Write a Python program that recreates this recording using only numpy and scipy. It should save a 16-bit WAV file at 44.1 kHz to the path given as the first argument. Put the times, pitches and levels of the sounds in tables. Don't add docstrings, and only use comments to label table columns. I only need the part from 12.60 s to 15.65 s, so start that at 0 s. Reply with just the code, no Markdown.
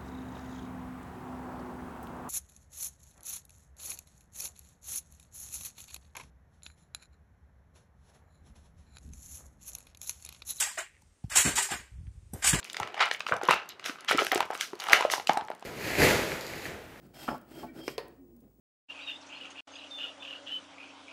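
import sys
import numpy as np
from scipy import signal
from scipy.fft import rfft, irfft, next_fast_len
from scipy.io import wavfile
from scipy.ndimage import map_coordinates

SR = 44100
rng = np.random.default_rng(int(sys.argv[2]) if len(sys.argv) > 2 else 0)


def boost(x):
    u = np.asarray(x, float) / 20
    return 10 ** u


def waveform_to_disk(signal):
    frames = np.transpose(np.atleast_2d(signal))
    scaled = np.clip(frames, -1, 1) * 32767
    samples = np.round(scaled).astype(np.int16)
    wavfile.write(sys.argv[1], SR, samples)


N = 134505

# frequency_hz, density_db
HUSH_SPECTRUM = [(18, -64), (30, -50.5), (103, -10.5), (394, -2), (1590, -8), (5590, -27), (16000, -46)]
# start_s, peak_db
TICKS = [(0.0024, -33.5), (0.0444, -31), (0.1315, -27.5), (0.2, -25.5), (0.276, -43.5), (.349, -43.5),
         (0.379, -44), (0.418, -36), (0.489, -36.5), (.522, -44), (.596, -36), (0.835, -29),
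         (0.4568, -27.5), (0.5143, -31.5), (0.538, -30.5), (0.7402, -32.5), (0.7662, -31.5),
         (0.822, -42.5), (0.853, -29), (0.8775, -27), (0.9096, -19.5), (1.0906, -29), (1.408, -34),
         (1.447, -33.5), (1.491, -34.5), (1.513, -19.5), (1.5255, -25.5), (1.575, -18.5),
         (1.648, -26), (1.6672, -21.5), (1.7201, -16.5), (1.747, -15.5), (1.7774, -24.5),
              (1.8055, -20), (1.86, -43.5), (1.9111, -34.5), (1.931, -48.5), (2.0101, -21.5), (2.154, -38),
              (2.192, -36), (2.2048, -27), (2.268, -42), (2.2852, -28), (2.3329, -10.5), (2.4097, -25),
              (2.444, -36.5), (2.672, -25), (2.7335, -27), (2.7741, -24), (2.902, -38.5), (2.98, -56),
              (2.996, -44.5), (3.008, -49.5), (3.026, -55.5), (3.045, -47.5)]
# start_s, end_s, slip_rate_hz, peak_db
CREAKS = [
    (1.935, 2.014, 169.6, -37),
    (2.215, 2.328, 172, -39),
    (2.839, 2.96, 81, -51.5),
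]
# start_s, peak_db, pitch_hz, brightness_db
SNAPS = [(0.028, -30, 3583, -32.5), (0.048, -29.5, 2564, -22), (0.098, -25.5, 3610, 11.5),
         (0.144, -22.5, 2087, -7), (0.167, -17.5, 2182, 8.5), (0.2, -18.5, 904, -30),
         (0.23, -18.5, 1316, -3), (0.273, -28.5, 837, 9.5), (0.342, -26, 769, 3.5),
         (0.378, -29.5, 791, -9.5), (0.393, -21, 1303, -9.5), (0.406, -13, 2868, -36.5),
         (0.41, -15.5, 888, -11.5), (0.419, -23, 865, -2), (0.512, -11.5, 1861, -7.5),
         (0.546, -21.5, 2206, -29), (0.604, -19, 1228, 4), (0.665, -18, 1263, -6),
         (0.686, -23.5, 1120, -21.5), (0.692, -20.5, 1296, -39.5), (0.713, -22, 580, -32.5),
         (0.721, -7, 1454, -65.5), (0.728, -19.5, 1208, -55.5), (0.734, -19, 1207, -39),
         (0.739, -23, 548, -22.5), (0.813, -21, 815, -22.5), (0.831, -20, 423, -12),
         (0.886, -3.5, 1076, -35.5), (0.892, -10.5, 1015, -22.5), (0.908, -7, 1010, -7),
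         (1.09, -37.5, 4354, -25.5), (1.195, -30, 1192, 6.5), (1.241, -26.5, 3020, 9.5),
         (1.259, -19, 2200, -24), (1.295, -20, 1285, -10), (1.356, -32, 1446, -33),
         (1.385, -31, 1280, -24), (1.446, -32, 1847, -22.5),
         (1.489, -12.5, 2172, -17), (1.51, -8, 1407, -46.5), (1.517, -11.5, 1856, -45.5),
                (1.545, -18.5, 321.4, -9), (1.574, -26, 2580, -12), (1.583, -16.5, 1333, -17),
                (1.608, -21, 3140, -20.5), (1.618, -15, 407.7, -19.5), (1.647, -19.5, 1677, -12.5),
                (1.666, -17.5, 1674, -7.5), (1.716, -8, 2041, -32.5), (1.756, -12.5, 403.6, 8.5),
                (1.775, -17.5, 770, -13.5), (1.804, -9, 976.5, -13.5), (1.826, -20, 856, -12.5),
                (1.903, -20.5, 830, -38), (1.931, -28, 791, -23.5), (1.95, -21.5, 1266, -21),
                (2.009, -16.5, 1791, 25.5), (2.131, -23.5, 404.3, -31), (2.199, -22.5, 2820, 11.5),
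                (2.219, -27, 2036, -20), (2.267, -21.5, 1270, -5),
         (2.285, -17.5, 876, -15), (2.296, -17, 1465, 6), (2.331, 3, 2058, -16.5),
              (2.34, -19.5, 1850, -21.5), (2.407, -12.5, 1015, -13.5), (2.423, -16, 1033, -13.5),
              (2.449, -9.5, 629.7, -35), (2.499, -17, 1335, 0), (2.535, -10.5, 880.7, -13.5),
              (2.579, -24, 970, -36.5), (2.597, -23, 808.5, -13.5), (2.671, -17, 4522, -21.5),
              (2.693, -4.5, 839.6, -15), (2.771, -12, 778, -24.5), (2.809, -26.5, 808, -10),
              (2.883, -27.5, 880, -19), (2.901, -21.5, 700, -41.5), (2.914, -27, 906, -19.5),
              (3.024, -30.5, 740, -8.5)]
# frequency_hz, density_db
SHEET_SPECTRUM = [(100, -14), (450, -2.5), (850, -5.5), (2900, -8.5), (4200, -16), (6300, -25),
                  (12000, -49.5)]
PACK_MODES_HZ = [373, 700, 798.6, 1010, 1298, 1341, 1564, 2006, 2285, 2922]
# top_s, level_db, t60_s
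RUBS = [(0.049, -55, 0.74), (0.91, -36.5, 0.167), (1.259, -38.5, 0.252), (1.5, -35.5, 0.155),
        (1.595, -38.5, 0.64), (1.749, -40.5, 0.184), (2.014, -37, 0.279), (2.212, -57.5, 0.78),
        (2.327, -31.5, 0.343), (2.516, -28.5, 0.249), (2.678, -45.5, 0.361)]
# frequency_hz, density_db
RUB_SPECTRUM = [(1500, -11), (3000, 4), (6000, 7.5), (8000, -2.5), (11500, -2.5), (16000, -15.5)]
# top_s, level_db, t60_s, centre_hz, tilt_db_per_octave above the centre
FOLDS = [
    (.06, -52, 0.5, 2510, -17),
    (.21, -41, 0.825, 477, -1.5),
    (.385, -34.5, 0.136, 824, -2),
    (1.265, -37, 0.266, 384, 4),
    (2.015, -35.5, 0.208, 1563, 2),
    (2.22, -40.5, 1, 785, -0.5),
    (2.32, -24, 0.404, 700, -3),
    (2.53, -32.5, 0.168, 614, -1),
]
CRUNCHES = [(.407, -18, 0.244, 896, 0), (.53, -41.5, 0.118, 1920, 9.5), (.68, -41, 0.163, 1280, 10),
            (.724, -28.5, 0.224, 576, -5.5), (.835, -37, 0.62, 440, -1), (.9, -19.5, 0.2628, 909, -0.5),
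            (1.095, -44, 0.161, 3890, -5.5), (1.39, -51, 1, 1360, -2), (1.488, -26, 0.296, 1850, 2.5),
            (1.52, -33, 0.31, 459, -8.5), (1.59, -23, 0.157, 1290, -1), (1.6, -28.5, 0.118, 465, -12.5),
            (1.725, -28, 0.334, 770, -4.5), (1.91, -37, 0.268, 868, -5.5), (2.345, -28, 0.385, 1275, 2),
            (2.7, -38, 0.29, 870, -8)]
# start_s, peak_db, pitch_hz
THUMPS = [
    (0.2, -40.5, 99.5),
    (1.29, -37, 303),
    (2.333, -28.5, 381),
    (0.718, -35, 121),
    (0.886, -27, 106.5),
    (1.498, -36, 215),
    (1.581, -41.5, 112),
    (1.716, -32.5, 309),
    (2.336, -48.5, 90),
    (2.688, -32, 205.4),
]
# start_s, level_db, t60_s, pitch_hz
PANEL_RINGS = [
    (.407, -37, 0.187, 855),
    (.91, -26, 0.2765, 2695),
    (1.586, -27, 0.139, 1335),
    (1.808, -34.5, 0.186, 1006),
    (2.341, -27, 0.27, 2860),
    (2.697, -30.5, 0.381, 899),
    (2.775, -36.5, 0.306, 878),
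]
# frequency_hz, t60_s
ROOM_DECAY = [(200, 0.225), (2000, 0.192), (10000, 0.087)]


def unit(x):
    return x / np.sqrt(np.mean(x ** 2) + 1e-20)


def along(points, hz):
    f, v = np.transpose(points)
    return np.interp(np.log(hz + 1), np.log(f + 1), v)


def noise(n, gain_db, shape=1):
    m = next_fast_len(n)
    gain = unit(boost(gain_db(np.fft.rfftfreq(m, 1 / SR))))
    white = rng.standard_normal(n) * shape
    return irfft(rfft(white, m) * gain, m)[:n]


def add(out, s, x):
    i = max(round(s * SR), 0)
    out[i:i + len(x)] += x[:len(out) - i]


def swell(n, rise_s, t60):
    t = np.arange(n) / SR - 2 * rise_s
    return boost(np.where(t < 0, 15 * t / rise_s, -60 * t / t60))


def grainy(n):
    rate_per_s, grain_s, scatter_db = 600, 0.000933, 3.5
    size = boost(scatter_db * np.clip(rng.standard_normal(n), -2, 2))
    slips = (rng.random(n) < rate_per_s / SR) * size
    return unit(0.74 + signal.lfilter([1], [1, -np.exp(-1 / (grain_s * SR))], slips))


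def focus(centre_hz, tilt_db):
    lean_db, lean_oct, under_db = 2, 0.079, 15
    mode_db, mode_width_hz = 4, 62
    facets_db, facets_hz = 1.5, 296.6
    knots = rng.standard_normal(200)

    def colour(hz):
        octaves = np.log2((hz + 1) / centre_hz)
        lean = lean_db * np.exp(-.5 * (octaves / lean_oct) ** 2)
        slopes = under_db * np.clip(octaves, -3, 0) + tilt_db * np.clip(octaves, 0, 3)
        modes = sum(mode_db * np.exp(-.5 * ((hz - c) / mode_width_hz) ** 2) for c in PACK_MODES_HZ)
        facets = facets_db * map_coordinates(knots, [hz / facets_hz], mode="nearest")
        return along(SHEET_SPECTRUM, hz) + lean + slopes + modes + facets

    return colour


def hush():
    return boost(-57.5) * noise(N, lambda f: along(HUSH_SPECTRUM, f))


def ticks():
    stray_db, stray_spread_db = -66, 7.5
    tilt_db_per_khz, corner_hz = -1.554, 3780
    out, t = np.zeros(N), np.arange(SR // 100) / SR
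    decay = boost(-60 * np.abs(t - .0015) / 0.00613)
    stray = [(s * N / SR, stray_db - stray_spread_db * np.log(e + 0.19)) for s, e in rng.random((150, 2))]
    creak = []
    for start, end, rate, db in CREAKS:
        for s in np.arange(start, end, 1 / rate):
            creak.append((s + rng.normal(0, 0.087 / rate), db + rng.normal(0, 5.34)))
    for s, db in TICKS + stray + creak:
        knots = 4 * rng.standard_normal(12)

        def colour(f):
            low_cut = 20 * np.log10(1 + (corner_hz / (f + 1)) ** 2)
            return np.interp(f, np.arange(12) * 2000, knots) + tilt_db_per_khz * f / 1000 - low_cut

        add(out, s - .001, boost(db - 6.5) * noise(len(t), colour, decay))
    return out


def snaps():
    ring_cycles, rise_s, spread_oct = 1.54, 0.000613, 0.5415
    scatter_db, drop_db = 5, 8
    usual_bright_db, tilt_per_db = -13, 0.3
    late_s, late_cycles = .0008, 0.432
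    snap_db, crack_db, crack_s = -4, -5, 0.00806
    rattle_db, rattle_s = -27, 0.222
    out, t, n = np.zeros(N), np.arange(SR // 20) / SR, SR // 4
    other = (np.arange(7) > 0)[:, None]
    crack_decay = boost(-60 * np.abs(t - .001) / crack_s)
    for s, db, hz, bright_db in SNAPS:
        tilt_db = tilt_per_db * (bright_db - usual_bright_db)
        pitch_draw, level_draw = np.clip(rng.standard_normal((2, 7, 1)), -1, 1.5)
        mode_hz = hz * 2 ** (spread_oct * (pitch_draw + 0.7845) * other)
        mode_db = (scatter_db * level_draw - drop_db) * other + tilt_db * np.log2(mode_hz / hz)
        u = t / (rise_s + ring_cycles / mode_hz / 2)
        ring = (boost(mode_db) * np.sin(2 * np.pi * mode_hz * t) * u * np.exp(-u)).sum(0)

        def crack_colour(f):
            octaves = np.log2((f + 1) / hz)
            return along(SHEET_SPECTRUM, f) + 12 * np.minimum(octaves + 1, 0) + tilt_db * np.clip(octaves, 0, 3)

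        crack = noise(len(t), crack_colour, crack_decay)
        snap = ring / np.abs(ring).max() + boost(crack_db) * crack
        add(out, s + late_s + late_cycles / hz / 2, boost(db + snap_db) * snap)
        rattle = noise(n, focus(hz, tilt_db), swell(n, 0.00179, rattle_s))
        add(out, s - .004, boost(db + rattle_db) * rattle)
    return out


def rubs():
    out, n, rise_s = np.zeros(N), SR // 2, 0.0092
    for s, db, t60 in RUBS:
        shape = grainy(n) ** 0.595 * swell(n, rise_s, t60)
        add(out, s - 2 * rise_s, boost(db) * noise(n, lambda f: along(RUB_SPECTRUM, f), shape))
    return out


def creases(events, rise_s):
    out, n = np.zeros(N), SR // 2
    for s, db, t60, hz, tilt_db in events:
        shape = grainy(n) * swell(n, rise_s, t60)
        add(out, s - 2 * rise_s, boost(db) * noise(n, focus(hz, tilt_db), shape))
    return out


def thumps():
    out, n = np.zeros(N), SR // 4
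    for s, db, hz in THUMPS:
        colour = lambda f: -13 * np.abs(np.log2((f + 1) / hz))
        add(out, s, boost(db) * noise(n, colour, swell(n, 0.00346, 0.038)))
    return out


def panel_rings():
    out, n, width = np.zeros(N), SR // 4, 0.079
    for s, db, t60, hz in PANEL_RINGS:
        colour = lambda f: -20 * np.log10(1 + ((f / hz - 1) / width) ** 2)
        add(out, s - .006, boost(db) * noise(n, colour, swell(n, 0.00185, t60)))
    return out


def room(x):
    hz, t, z = signal.stft(rng.standard_normal(SR // 2), SR, nperseg=256)
    decay = boost(-60 * t / along(ROOM_DECAY, hz)[:, None])
    tail = signal.istft(z * decay, SR, nperseg=256)[1]
    delayed = np.pad(x, (350, 0))
    return boost(-13.5) * signal.fftconvolve(delayed, tail / np.linalg.norm(tail))[:N]


def scene():
    floor = hush()
    pack = ticks() + snaps() + rubs() + creases(FOLDS, .035) + thumps()
    pack = pack + creases(CRUNCHES, .008) + panel_rings()
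    return (pack + room(pack) + floor)[None]


def band_limit(x):
    return signal.sosfilt(signal.butter(12, 16800, fs=SR, output="sos"), x)


def record(dry):
    low_hz, high_hz, ceiling_dbfs = 80, 15700, 2
    x = signal.sosfilt(signal.butter(4, low_hz, "high", fs=SR, output="sos"), dry)
    x = signal.sosfiltfilt(signal.butter(12, high_hz, fs=SR, output="sos"), x)
    x = x / (1 + np.abs(x / boost(ceiling_dbfs)) ** 6) ** (1 / 6)
    return band_limit(x)


dry = scene()
out = record(dry)
waveform_to_disk(out)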